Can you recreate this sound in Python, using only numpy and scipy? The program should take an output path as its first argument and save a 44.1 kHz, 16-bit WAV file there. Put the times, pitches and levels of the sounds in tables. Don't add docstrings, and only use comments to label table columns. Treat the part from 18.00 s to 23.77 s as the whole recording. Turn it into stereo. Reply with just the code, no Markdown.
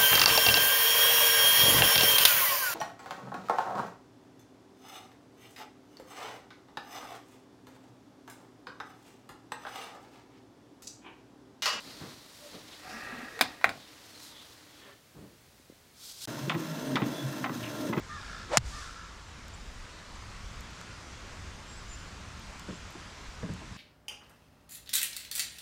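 import sys
import numpy as np
from scipy import signal
from scipy.fft import rfft, irfft
from scipy.io import wavfile
from scipy.ndimage import uniform_filter1d

SR = 44100
rng = np.random.default_rng(int(sys.argv[2]) if len(sys.argv) > 2 else 0)


def nominal_scale(level):
    x = np.asarray(level, float) / 20
    return 10 ** x


def output_pcm(signal):
    pcm = np.clip(np.atleast_2d(signal).T, -1, 1) * 32767
    wavfile.write(sys.argv[1], SR, np.round(pcm).astype(np.int16))


N = 254456
STRIKE_S = .571814

# frequency in Hz, level in dB per Hz.
LEAF_SPECTRUM = [(150, -6.5), (250, -3.5), (400, -5), (800, -5.5), (1050, -2), (1400, -3), (2780, -7.5),
                 (6250, -13), (7600, -16), (8300, -21), (10200, -26), (10900, -37.5), (12300, -32),
                 (14500, -41), (15300, -53)]
# frequency in Hz, level in dB per Hz.
TRAFFIC_SPECTRUM = [(38, -26), (65, -1.5), (92, 0.5), (119, -8.5), (188, -8.5), (226, -11.5), (295, -23.5),
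                    (323, -36.5), (400, -24), (520, -47), (880, -120)]
# frequency in Hz, level in dB per Hz.
GUST_SPECTRUM = [(10, -12), (20, -5), (38, 9), (60, 2.5), (75, -6.5), (110, -48.5)]
# centre in seconds, level in dB, half length in seconds.
STIRS = [
    (.3, -53, .2),
    (.76, -54, .12),
    (2.7, -56, .8),
    (4.6, -55.5, 1.3),
]
# centre in seconds, level in dB, half length in seconds.
PASSES = [
    (.13, -52, .06),
    (.55, -55, .2),
    (1.55, -58, .3),
    (2.6, -54, .4),
    (3.45, -53, .12),
    (4.25, -52, .45),
    (5.75, -50, .3),
]
# centre in seconds, level in dB, half length in seconds.
GUSTS = [(.0, -53, .1), (.3, -48, .07), (.65, -45, .17), (1.2, -57, .15), (1.72, -45.5, .12),
         (2.25, -48, .1), (2.52, -46.5, .1), (3.4, -51, .2), (3.95, -48, .15), (4.49, -48, .08),
         (4.7, -54, .12), (5.3, -47, .1)]
# frequency in Hz, left-right correlation 0-1.
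STEREO_LIKENESS = [(60, .99), (130, .965), (290, .89), (640, .74), (1410, .63), (3100, .49), (4400, .6),
                   (4800, .968), (6400, .972), (7300, .958), (9300, .96), (11000, .35)]
# frequency in Hz, left over right in dB.
STEREO_LEAN = [(60, -.8), (200, -1.5), (380, -.8), (700, .5), (1290, 1.5), (2380, 1.5), (4700, 0),
               (9600, 0), (12000, 2.5)]
# start in seconds, nasal part in seconds, rattle in seconds, effort in dB, top pitch in Hz.
CAWS = [
    (.08, .115, .2, -47.5, 612),
    (.708, .13, .19, -50, 605),
]
# resonance in Hz, width in Hz, level in dB.
THROAT_CLEAR = [(1200, 300, 0), (1780, 350, -4), (3550, 350, -16), (5200, 900, -19)]
# resonance in Hz, width in Hz, level in dB.
THROAT_RATTLE = [(1360, 190, 0), (1710, 200, -7), (3550, 350, -15), (5200, 900, -17)]
# time in seconds, peak in dB, left over right in dB, size 0-1.
DROPS = [(.39, -52, 10, .1), (1.482, -42.5, 20, 0.5), (2.608, -42, 22, 0.44), (2.709, -54, 6, .1),
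         (2.81, -49, 10, .15), (2.8138, -33, 14, 1), (4.398, -52, 13, .05), (4.596, -36.5, 18, 0.6),
         (4.907, -49, 12, 0), (4.9245, -54, 12, .05), (5.5378, -41, 21, 0.58)]
# frequency in Hz, level in dB, decay by 60 dB in seconds.
HOUSING_MODES = [(1300, 0, .004), (3600, -2, .002), (7100, 0, .002), (9500, -10, .0015), (12300, -9, .002)]
# frequency in Hz, level in dB per Hz.
HEAD_SPECTRUM = [(470, -27), (800, -1), (1690, -9.5), (2080, -10), (2330, -13.5), (4680, -19.5),
                 (5620, -21), (8030, -25.5), (15000, -59)]
# frequency in Hz, level in dB, decay by 60 dB in seconds.
BALL_MODES = [(860, -14, .014), (1280, 11, .003), (1700, -9.5, .01), (2000, -14, .015), (2920, 1, .0042)]
# frequency in Hz, level in dB, decay by 60 dB in seconds.
FACE_MODES = [(3930, 11.5, .0015), (5150, 15, .0019), (7240, 11.5, .0029), (8140, 13, .0015),
              (10200, 1, .002), (12050, -10, .0035), (14500, -10, .002)]
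# frequency in Hz, level in dB per Hz.
TURF_SPECTRUM = [(250, -30), (500, -13), (1000, -11), (1900, -4), (3400, -10), (4900, -5), (6200, -12),
                 (9300, -13), (10700, -26), (15000, -42)]
# frequency in Hz, level in dB per Hz.
TREE_SPECTRUM = [(880, -31), (1500, 1), (1770, -15), (2800, -9), (3310, -3), (3650, -2), (5400, -0.5),
                 (7600, -3.5), (15500, -32.5)]
# top in seconds, top in dB, rise in dB/s, hold in seconds, fall in dB/s.
WHISTLE_ENV = (.526, -28.5, 800, .017, 380)
HEAD_ENV = (.533, -31.5, 550, .008, 200)
TEAR_ENV = (.5742, -22.5, 12000, .003, 2100)
THUMP_ENV = (.576, -29, 2000, .02, 1100)
ROLL_ENV = (.6, -38, 1700, .07, 130)
ECHO_ENV = (.66, -49.5, 500, .16, 85)
# start in seconds, length in seconds, first pitch in Hz, last pitch in Hz, level in dB.
BIRD_NOTES = [(1.527, .026, 6000, 7850, -55), (2.146, .016, 5900, 7800, -55),
              (3.665, .088, 7520, 7480, -58), (3.753, .044, 7520, 7950, -57),
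              (3.793, .014, 7700, 7550, -56), (3.88, .022, 7300, 7120, -54), (3.9, .06, 7120, 7180, -51),
              (3.96, .085, 7200, 7120, -61), (4.05, .06, 7120, 7080, -65), (3.893, .03, 7350, 7650, -62),
              (3.943, .018, 6950, 6500, -61), (4.74, .03, 6500, 7700, -59)]
# time in seconds, sway in dB, knock in dB, length in seconds, knock pitch factor.
BUMPS = [
    (4.681, -32, -39, 0.035, 0.98),
    (4.725, -44, -41, 0.014, 0.65),
    (4.952, -47, -41, 0.019, 0.71),
    (5.054, -45, -48, 0.021, 2.1),
    (5.428, -26.5, -38, .031, 1.08),
    (5.489, -27, -41, 0.023, 0.98),
    (5.527, -34, -48, .015, 0.69),
    (5.615, -46, -41, 0.022, 0.68),
]
# resonance in Hz, width in Hz, level in dB.
STAND_SWAY = [(84.5, 43, -7), (165, 70, 0.5), (294, 100, -17)]
# resonance in Hz, width in Hz, level in dB.
STAND_KNOCK = [(443, 200, 2), (610, 80, -3), (960, 160, -6.5), (1520, 450, -11)]


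def evened(x):
    return x / np.sqrt(np.mean(x ** 2) + 1e-20)


def read(points, hz):
    f, value = np.transpose(points)
    return np.interp(np.log(hz + 1), np.log(f + 1), value)


def span(start_s, length_s):
    return start_s + np.arange(round(length_s * SR)) / SR


def shape(t, top_s, top_db, rise, hold_s, fall):
    early_s = np.maximum(top_s - t, 0)
    late_s = np.maximum(t - top_s - hold_s, 0)
    return nominal_scale(top_db - rise * early_s - fall * late_s)


def add(mix, start_s, sound, lean_db=0):
    part = mix[:, round(start_s * SR):][:, :sound.shape[-1]]
    gains = nominal_scale(np.array([[.5], [-.5]]) * lean_db)
    part += (sound * gains)[:, :part.shape[1]]


def resonate(x, hz, width_hz):
    turn = np.exp(2j * np.pi * np.cumsum(hz * np.ones(len(x))) / SR)
    r = np.exp(-np.pi * width_hz / SR)
    smooth = signal.lfilter([(1 - r) ** 2], [1, -2 * r, r * r], x / turn)
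    return 2 * (turn * smooth).real


def through(x, peaks):
    return sum((-1) ** k * nominal_scale(db) * resonate(x, hz, width_hz) for k, (hz, width_hz, db) in enumerate(peaks))


def steadied(x, share):
    envelope = abs(signal.hilbert(evened(x))) + .1
    return evened(x / envelope ** share)


def ring(modes, weights, rise_s):
    t = np.arange(1500) / SR
    sines = 0
    for weight, (hz, db, t60_s) in zip(weights, modes):
        sines = sines + weight * nominal_scale(db - 60 * t / t60_s) * np.sin(2 * np.pi * hz * t)
    return sines * (1 - np.exp(-t / rise_s)) ** 2


def burst(size, spectrum, same=.95):
    a, b = rng.standard_normal((2, size + 2048))
    pair = np.array([a, same * a + np.sqrt(1 - same ** 2) * b])
    hz = np.fft.rfftfreq(size + 2048, 1 / SR)
    coloured = irfft(rfft(pair) * nominal_scale(read(spectrum, hz)), size + 2048)
    return evened(coloured[:, :size])


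def swells(calm_db, rows):
    t = np.arange(N) / SR
    bells = sum(nominal_scale(2 * db) * np.exp(-((t - s) / half_s) ** 2) for s, db, half_s in rows)
    return 10 * np.log10(nominal_scale(2 * calm_db) + bells)


def field(spectrum, level_db, patchy_db):
    frames, hz = N // 512 + 5, np.fft.rfftfreq(2048, 1 / SR)
    a, b, c, d, patches = rng.standard_normal((frames, 1025, 5)).T
    patches = uniform_filter1d(patches, size=20, axis=0)
    patches = evened(uniform_filter1d(patches, size=8, axis=1))
    same = read(STEREO_LIKENESS, hz)[:, None]
    left = a + 1j * b
    z = np.array([left, same * left + np.sqrt(1 - same ** 2) * (c + 1j * d)])
    lean_db = np.multiply.outer([.5, -.5], read(STEREO_LEAN, hz))[..., None]
    z *= nominal_scale(read(spectrum, hz)[:, None] + patchy_db * patches + lean_db)
    noise = signal.istft(z, nperseg=2048, noverlap=1536)[1][:, :N]
    return nominal_scale(level_db) * evened(noise)


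def leaves():
    return nominal_scale(3.5) * field(LEAF_SPECTRUM, swells(-53.5, STIRS), patchy_db=1.07)


def traffic():
    return nominal_scale(3.5) * field(TRAFFIC_SPECTRUM, swells(-58, PASSES), patchy_db=1.0)


def wind():
    return field(GUST_SPECTRUM, swells(-56, GUSTS), patchy_db=0.7)


def woods(x, wet_db, t60_s):
    t = np.arange(SR // 4) / SR
    hits = rng.standard_normal((2, len(t))) * (rng.random((2, len(t))) < .05)
    taps = hits * nominal_scale(-60 * t / t60_s)
    wet = signal.fftconvolve(x[None], taps / np.linalg.norm(taps[0]), axes=1)
    return nominal_scale(wet_db) * wet + np.pad(x, (0, len(t) - 1))


def crow(start_s, nasal_s, rattle_s, effort_db, top_hz):
    rattle_hz, arch_share, break_s = 59.7, .12, .04
    hoarse, rattling = .32, .95
    rise_db_per_s, sag_db_per_s, fall_db_per_s = 800, 6, 100
    t = span(0, .6)
    arch = np.minimum(abs(2 * (t / nasal_s) ** .7 - 1), 1) ** 2.5
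    hz = top_hz * (1 - arch_share * arch)
    rattle = hoarse + (rattling - hoarse) * np.clip((t - nasal_s) / break_s + .5, 0, 1)
    effort = shape(t, .02, effort_db, rise_db_per_s, nasal_s + rattle_s, fall_db_per_s)
    effort = effort * nominal_scale(-sag_db_per_s * t)
    wobble = evened(uniform_filter1d(rng.standard_normal((2, len(t))), size=200))
    turns = np.cumsum(hz * (1 + .026 * wobble[0])) / SR
    harmonics = sum(np.cos(2 * np.pi * k * turns) for k in range(1, 11))
    clear = through(harmonics, THROAT_CLEAR)
    beats = np.cumsum(rattle_hz * (1 + .04 * wobble[1])) / SR
    pulses = np.diff(np.floor(beats), prepend=0)
    puffs = np.exp(-(beats % 1) / .4) * rng.standard_normal(len(t))
    rough = through(evened(pulses) + 1.2 * evened(puffs), THROAT_RATTLE)
    voice = effort * (np.sqrt(1 - rattle) * evened(clear) + np.sqrt(rattle) * evened(rough))
    return start_s, woods(voice * signal.windows.tukey(len(t), .05), wet_db=-2, t60_s=.25)


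def drop_tick(size):
    weights = [size ** 4, size ** 2, size, size, 1 - .9 * size]
    click = ring(HOUSING_MODES, weights, rise_s=.0001)
    return click / abs(click).max()


def swing():
    swing_s, shaft_hz, speed_up_hz_per_s = .085, 700, 4400
    t = span(STRIKE_S - swing_s, swing_s)
    hz = shaft_hz - speed_up_hz_per_s * (STRIKE_S - t)
    shed = rng.standard_normal((2, SR // 8))[:, :len(t)]
    shaft = resonate(steadied(resonate(shed[0], hz, 140), share=.8), hz, 300)
    tip = evened(resonate(shed[1], 1.35 * hz, 140))
    whistle = evened(shaft + nominal_scale(-9) * tip)
    hiss = burst(SR // 8, HEAD_SPECTRUM, same=0.94)[:, :len(t)] * signal.windows.tukey(len(t), .1)
    return t[0], shape(t, *WHISTLE_ENV) * whistle + shape(t, *HEAD_ENV) * hiss


def impact(mix):
    contact_s = .00046
    add(mix, STRIKE_S, -ring(BALL_MODES, np.ones(len(BALL_MODES)), contact_s), lean_db=-1.5)
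    add(mix, STRIKE_S, -ring(FACE_MODES, np.ones(len(FACE_MODES)), contact_s), lean_db=1.8)


def turf(mix):
    soil_hz, jolt_hz, settle_s = 122, 230, .0038
    t = span(STRIKE_S, 1)
    grounded = np.clip((STRIKE_S + .015 - t) / .003, 0, 1)
    add(mix, t[0], shape(t, *TEAR_ENV) * grounded * burst(len(t), TURF_SPECTRUM, same=.88))
    hz = soil_hz + jolt_hz * np.exp(-(t - t[0]) / settle_s)
    thump = np.sqrt(2) * np.sin(2 * np.pi * np.cumsum(hz) / SR)
    add(mix, t[0], shape(t, *THUMP_ENV) * thump, lean_db=-1.7)
    roll = steadied(resonate(rng.standard_normal(len(t)), 57, 55), share=.6)
    add(mix, t[0], shape(t, *ROLL_ENV) * roll, lean_db=-2.0)


def tree_echo():
    t = span(STRIKE_S, 1)
    return t[0], shape(t, *ECHO_ENV) * burst(len(t), TREE_SPECTRUM, same=.96)


def bird_note(start_s, length_s, from_hz, to_hz, level_db):
    glide_power, top_share, ends_db = 1.5, .6, 8
    u = span(0, length_s) / length_s
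    hz = to_hz + (from_hz - to_hz) * (1 - u) ** glide_power
    level = shape(u, top_share, level_db, ends_db / top_share, .1, ends_db / (1 - top_share))
    flutter = evened(uniform_filter1d(rng.standard_normal((2, SR // 2)), size=250))[:, :len(u)]
    phase = 2 * np.pi * np.cumsum(hz * (1 + .003 * flutter[0])) / SR
    tone = np.sin(phase) * signal.windows.tukey(len(u), .1)
    return start_s, woods(np.sqrt(2) * level * nominal_scale(2.0 * flutter[1]) * tone, wet_db=-6, t60_s=.15)


def bump(sway_db, knock_db, length_s, pitch):
    t = np.arange(round(6 * length_s * SR)) / SR
    push = rng.standard_normal((2, SR // 2))[:, :len(t)]
    sway = steadied(through(push[0], STAND_SWAY), share=.6)
    sway = sway * np.sqrt(t / length_s) * np.exp(-(t / length_s) ** 1.36)
    knock = steadied(through(push[1], np.multiply(STAND_KNOCK, [pitch, pitch, 1])), share=.5)
    knock = knock * np.minimum(t / .002, 1) * np.exp(-t / (0.75 * length_s))
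    return nominal_scale(sway_db) * sway + nominal_scale(knock_db) * knock


def scene():
    mix = leaves() + traffic() + wind()
    for row in CAWS:
        add(mix, *crow(*row), lean_db=-1.5)
    for start_s, peak_db, lean_db, size in DROPS:
        add(mix, start_s, nominal_scale(peak_db) * drop_tick(size), lean_db)
    add(mix, *swing())
    impact(mix)
    turf(mix)
    add(mix, *tree_echo())
    for row in BIRD_NOTES:
        add(mix, *bird_note(*row), lean_db=-3.5)
    for start_s, *push in BUMPS:
        add(mix, start_s, bump(*push), lean_db=-2.0)
    return mix


def low_pass(x):
    return signal.sosfilt(signal.butter(12, 16500, fs=SR, output="sos"), x)


def record(dry):
    after_s = np.maximum(np.arange(N) / SR - STRIKE_S - .013, 0)
    dip_db = -6.0 * (after_s > 0) * np.exp(-after_s / .07)
    held = np.clip(dry * nominal_scale(uniform_filter1d(dip_db, size=200)), -1, 1)
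    lowpass = signal.firwin(255, 15600, window=("kaiser", 8), fs=SR)
    return low_pass(signal.oaconvolve(held, lowpass[None], "same"))


dry = scene()
out = record(dry)
output_pcm(out)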